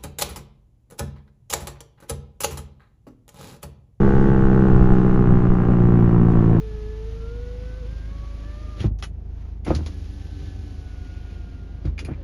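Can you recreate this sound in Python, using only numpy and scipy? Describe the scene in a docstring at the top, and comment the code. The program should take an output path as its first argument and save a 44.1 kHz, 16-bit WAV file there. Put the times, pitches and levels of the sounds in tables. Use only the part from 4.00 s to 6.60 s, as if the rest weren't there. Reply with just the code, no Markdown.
"""A single-cylinder motorcycle, heard from the rider's place on a country road, slows as the throttle is eased.
Each firing is a ringing exhaust thump and a sharp crack, built from harmonics of the firing rate,
plus a decaying puff of noise for the rushing gas; one firing misses.
Harmonics make the valve clatter and filtered noise the casing rasp, with two faint rattles on top.
The bed is coloured noise: a fluttering rush of air and tyres, a thin hiss and wind on the microphone."""
import sys
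import numpy as np
from scipy import signal
from scipy.fft import rfft, irfft
from scipy.io import wavfile
from scipy.ndimage import uniform_filter1d

SR = 44100
rng = np.random.default_rng(int(sys.argv[2]) if len(sys.argv) > 2 else 0)


def put_to_file(sound):
    """Save the sound as 16-bit audio at rate SR, in the file named by the first command-line argument."""
    columns = np.atleast_2d(sound).T  # one column per channel
    safe = np.clip(columns, -1, 1)
    whole_steps = np.round(safe * 32767)
    wavfile.write(sys.argv[1], SR, whole_steps.astype(np.int16))


N = 114660
TIME = np.arange(N) / SR  # s


def from_db(db):
    """Decibels to gain."""
    return 10 ** (np.asarray(db) / 20)


def rms_one(x):
    """Scale to an rms of 1."""
    return x / np.sqrt(np.mean(x ** 2) + 1e-20)


def in_time(rows):
    """Draw an automation curve through (time, value) points, one value per sample."""
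    return np.interp(TIME, *np.transpose(rows))


def drift(rate_hz):
    """Slow random movement with a spread of 1: white noise through two equal low-pass poles."""
    step = 40  # samples between control points
    pole = np.exp(-2 * np.pi * rate_hz * step / SR)
    white = rng.standard_normal(N // step + 2002)
    slow = signal.lfilter([1], [1, -2 * pole, pole * pole], white)[2000:]  # drop the filter's run-in
    return np.interp(np.arange(N) / step, np.arange(len(slow)), rms_one(slow))


def noise(spectrum):
    """Noise shaped to a spectrum, falling away beyond its ends; rms 1."""
    hz, db = np.transpose(spectrum)
    f = np.maximum(np.arange(N // 2 + 1) * SR / N, 1)
    skirts = 1 / np.sqrt((1 + (hz[0] / f / 2) ** 6) * (1 + (f / hz[-1] / 2) ** 6))
    colour = from_db(np.interp(np.log(f), np.log(hz), db)) * skirts
    return rms_one(irfft(rfft(rng.standard_normal(N)) * colour, N))


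# colour of the air and tyre rush: f/Hz, relative level/dB per Hz
RUSH_COLOUR = [(100, -8), (200, 1.5), (330, -5.5), (480, -10), (620, -14), (850, -17), (1000, -23),
               (1300, -22), (1800, -28.5), (2200, -38), (3000, -45), (5000, -66)]
RUSH_EASED_DB, RUSH_OPEN_BOOST_DB = -28.25, 1.5


def air_and_tyre_rush(throttle, flutter_db):
    """Turbulent air and tyres as broadband noise, fluttering at random, a touch louder with throttle."""
    level_db = RUSH_EASED_DB + RUSH_OPEN_BOOST_DB * throttle + flutter_db * drift(14)
    return from_db(level_db) * noise(RUSH_COLOUR)


# colour of the airstream hiss: f/Hz, relative level/dB per Hz
HISS_COLOUR = [(2000, 2.5), (2800, 3), (3400, 1), (5000, -6.5), (6600, -6), (7800, -16), (9300, -16.5),
               (10500, -28), (12000, -24.5), (15500, -31)]
# moves of the hiss: t/s, relative level/dB
HISS_MOVES = [(0.0, -61), (0.24, -61), (0.35, -64), (0.85, -62.5), (0.89, -66.5), (0.92, -61.5),
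              (1.19, -66), (2.29, -67.5), (2.32, -63.5), (2.34, -67), (2.41, -65), (2.55, -66.5)]
HISS_TRIM_DB = 8


def airstream_hiss():
    """The fine turbulence of the airstream: a thin bright noise whose level shifts."""
    return from_db(HISS_TRIM_DB + in_time(HISS_MOVES)) * noise(HISS_COLOUR)


# colour of the wind on the microphone: f/Hz, relative level/dB per Hz
WIND_COLOUR = [(7, 1.5), (13, 3), (20, -1.5), (30, -4), (48, -6.5), (70, -11), (110, -11.5), (190, -15.5),
               (280, -27.5), (450, -38)]
# gusts of the wind: t/s, relative level/dB
WIND_GUSTS = [(0, -15), (.25, -17.5), (.55, -19.5), (.82, -15), (1.0, -21.5), (1.35, -17), (1.7, -20.5),
              (2.0, -21), (2.6, -21.5)]
WIND_TRIM_DB = 2.5


def wind_on_microphone(buffet_db):
    """Gusts pressing on the microphone: low rumbling noise with a slight random buffeting."""
    level_db = WIND_TRIM_DB + in_time(WIND_GUSTS) + buffet_db * drift(13)
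    return from_db(level_db) * noise(WIND_COLOUR)


# faint rattles of loose parts: t/s, relative level/dB
RATTLE_HITS = [(2.081, -46), (2.317, -41.5)]
RATTLE_DECAY_S, RATTLE_LOWPASS_HZ = .002, 4500


def rattles():
    """Loose parts knocking: tiny bursts of noise that start at once, die fast and lose some treble."""
    envelope = np.zeros(N)
    for start_s, db in RATTLE_HITS:
        envelope += from_db(db) * (TIME >= start_s) * np.exp(-np.abs(TIME - start_s) / RATTLE_DECAY_S)
    lowpass = signal.butter(1, RATTLE_LOWPASS_HZ, fs=SR, output="sos")
    return signal.sosfilt(lowpass, envelope * rng.standard_normal(N)) / 2


# colour of the engine casing, ringing with the moving parts: f/Hz, relative level/dB per Hz
CASING_COLOUR = [(2000, -22), (2300, -4.5), (2550, -4), (2900, -0.5), (3100, -10), (3400, -25),
                 (5000, -51.5)]
CASING_EASED_DB = -62.5


def casing_rasp(throttle, load_db):
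    """The casing's resonant band as a thin metallic noise that grows a little with the throttle."""
    return from_db(CASING_EASED_DB + load_db * throttle) * noise(CASING_COLOUR)


# valve clatter, the same in every cycle: order/(multiple of firing rate), relative level/dB
CLATTER_HARMONICS = [(28, -64), (34, -61.5), (40, -65.5), (47, -66.5), (52, -74), (56, -84.5)]
CLATTER_EASED_DB, CLATTER_OPEN_CUT_DB = -26.5, 7


def valve_clatter(cycle, throttle, count=56):
    """Many small valve knocks as high harmonics in random phase, a fine buzz spread over the cycle."""
    orders, db = np.transpose(CLATTER_HARMONICS)
    phase_turns = rng.random(count + 1)
    buzz = np.zeros(N)
    for k in range(count // 2, count + 1):
        buzz += from_db(np.interp(k, orders, db)) * np.cos(2 * np.pi * (k * cycle + phase_turns[k]))
    level_db = CLATTER_EASED_DB - CLATTER_OPEN_CUT_DB * throttle
    return np.sqrt(2) * from_db(level_db) * buzz


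def causal_response(orders, db, skirt_db, size=128):
    """Log gain and minimum phase per harmonic of a pipe that rings after the blow; skirts in dB/octave."""
    octave, known = np.log2(np.maximum(np.arange(size + 1), .5)), np.log2(orders)
    outside = np.abs(octave - np.clip(octave, known[0], known[-1]))
    level_db = np.interp(octave, known, db) - skirt_db * outside
    cepstrum = irfft(np.log(from_db(level_db)))
    # folding the cepstrum forward puts all the ringing after the blow
    fold = np.r_[1, np.full(size - 1, 2), 1, np.zeros(size - 1)]
    return rfft(cepstrum * fold)


def pulses(cycle, throttle, table, skirt_db, top_order, count):
    """One ringing pulse per cycle, morphing from eased to open; its edge is rounded above top_order."""
    orders, open_db, eased_db = np.transpose(table)
    opened = causal_response(np.round(orders), open_db, skirt_db)
    eased = causal_response(np.round(orders), eased_db, skirt_db)
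    out = np.zeros(N)
    for k in range(1, count + 1):
        response = eased[k] + throttle * (opened[k] - eased[k])
        gain = np.exp(response.real - (k / top_order) ** 5.2)
        out += gain * np.cos(2 * np.pi * k * cycle + response.imag)
    return np.sqrt(2) * out


MISS_S = 1.495  # time of the missed firing


def firing_strength(cycle, scatter_db, miss_db):
    """Each firing burns with a random strength of its own; the missed one is weak."""
    firing = np.floor(cycle + .08).astype(int) + 1  # steps just ahead of each firing
    db = scatter_db * rng.standard_normal(size=256)
    db[firing[int(MISS_S * SR)]] = miss_db
    return uniform_filter1d(from_db(db[firing]), size=64)  # smooths the steps


# colour of the gas rush after each firing: f/Hz, relative level/dB per Hz
PUFF_COLOUR = [(200, -1), (400, 8), (620, -2), (850, -2), (1400, -6.5), (1900, -16.5), (2800, -25),
               (4500, -43), (9000, -62)]
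PUFF_EASED_DB, PUFF_OPEN_BOOST_DB = -40.1, 1.8
PUFF_DECAY_S, PUFF_LEAD_S = .011, .0005


def gas_puff(cycle, rate, throttle):
    """Gas rushing out: noise gated afresh just ahead of each firing and dying away exponentially."""
    age_s = (cycle + PUFF_LEAD_S * rate) % 1 / rate
    gate = rms_one(uniform_filter1d(np.exp(-age_s / PUFF_DECAY_S), size=40))
    return from_db(PUFF_EASED_DB + PUFF_OPEN_BOOST_DB * throttle) * gate * noise(PUFF_COLOUR)


# crack: order/(multiple of firing rate), relative level/dB throttle open, relative level/dB eased
CRACK_HARMONICS = [(9, -58.5, -46), (10, -46, -52.5), (11, -42.5, -58.5), (12, -37.5, -55),
                   (13, -37.5, -41.5), (14, -48.5, -46), (15, -59, -47.5), (16, -44.5, -52.5),
                   (17, -42.5, -44.5), (18, -46, -46.5), (20, -45.5, -44), (21, -50, -55.5),
                   (22, -42.5, -52.5), (23, -44.5, -49.5), (24, -45, -53), (25, -53, -62), (27, -52, -53.5),
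                   (29, -51, -63.5), (31, -65, -54), (38, -65.5, -65)]
CRACK_TRIM_DB, CRACK_SCATTER_DB, CRACK_MISS_DB = -0.52, .7, -15
SOFTEN_FROM_S, SOFTEN_DB_PER_S = 2.38, 18  # the crack and puff fade near the end


def firing_crack(cycle, rate, throttle):
    """The sharp pressure edge of each firing with its puff of gas, both as strong as the firing."""
    strength = firing_strength(cycle, CRACK_SCATTER_DB, CRACK_MISS_DB)
    strength = strength * from_db(-SOFTEN_DB_PER_S * np.maximum(TIME - SOFTEN_FROM_S, 0))
    edge = pulses(cycle, throttle, CRACK_HARMONICS, skirt_db=4, top_order=46.2, count=56)
    crack = -from_db(CRACK_TRIM_DB) * edge  # opposite polarity to the thump
    return strength * (crack + gas_puff(cycle, rate, throttle))


# thump: order/(multiple of firing rate), relative level/dB throttle open, relative level/dB eased
THUMP_HARMONICS = [(1, -35, -41.5), (2, -20, -16.5), (3, -18.5, -17.5), (4, -34.5, -25.5),
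                   (5, -24.5, -30.5), (6, -26.5, -26.5), (7, -29, -34), (8, -46, -35.5), (9, -57.5, -51.5)]
# swell of the thump: t/s, relative level/dB
THUMP_MOVES = [(0, 1), (.2, 0.5), (.4, -.5), (.58, 1), (.82, 0.5), (.95, 0.3), (1.2, 0.4), (1.4, -1),
               (1.65, -1.6), (1.9, .5), (2.6, 0.2)]
THUMP_TRIM_DB, THUMP_SCATTER_DB, THUMP_MISS_DB = -0.75, .6, -5
THUMP_LAG_S = .0001


def exhaust_thump(cycle, rate, throttle):
    """The silencer's deep ring after each firing, from low harmonics of the firing rate."""
    late_cycle = cycle - THUMP_LAG_S * rate
    ring = pulses(late_cycle, throttle, THUMP_HARMONICS, skirt_db=21.5, top_order=15.5, count=12)
    strength = firing_strength(cycle, THUMP_SCATTER_DB, THUMP_MISS_DB)
    return from_db(THUMP_TRIM_DB + in_time(THUMP_MOVES)) * ring * strength


# engine speed: t/s, firing rate f/Hz
FIRING_RATE = [(0.0, 67.25), (0.3, 66.53), (0.45, 65.2), (0.6, 65.11), (0.78, 63.44), (1.0, 62.88),
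               (1.4, 60.84), (1.8, 59.41), (2.0, 58.09), (2.3, 57.45), (2.6, 55.62)]
# throttle: t/s, opening/1 (0 eased, 1 open)
THROTTLE_MOVES = [(0, 0.99), (.4, 1), (1.2, 0.56), (1.9, 0.13), (2.6, 0.082)]
FIRST_FIRING_S = .0027


def scene():
    """Mix the air bed, rattles and engine at one microphone, all engine pulses sharing one cycle."""
    rate, throttle = in_time(FIRING_RATE), in_time(THROTTLE_MOVES)
    cycle = np.cumsum(rate) / SR - rate[0] * FIRST_FIRING_S  # firings elapsed
    air = air_and_tyre_rush(throttle, flutter_db=0.94) + airstream_hiss() + wind_on_microphone(buffet_db=0.1)
    mechanics = casing_rasp(throttle, load_db=1.2) + valve_clatter(cycle, throttle)
    exhaust = firing_crack(cycle, rate, throttle) + exhaust_thump(cycle, rate, throttle)
    return (air + rattles() + mechanics + exhaust)[None]


FADE_IN_S, CEILING = .006, .97  # ceiling in full scale
STOPBAND_HZ = 15700 * 1.08


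def record(dry):
    """A short fade-in, soft rounding of the highest peaks and a steep cut of the top."""
    x = dry * np.minimum(TIME / FADE_IN_S, 1)
    x = x / (1 + (x / CEILING) ** 10) ** .1
    return signal.sosfilt(signal.cheby2(12, 70, STOPBAND_HZ, fs=SR, output="sos"), x)


dry = scene()
out = record(dry)
put_to_file(out)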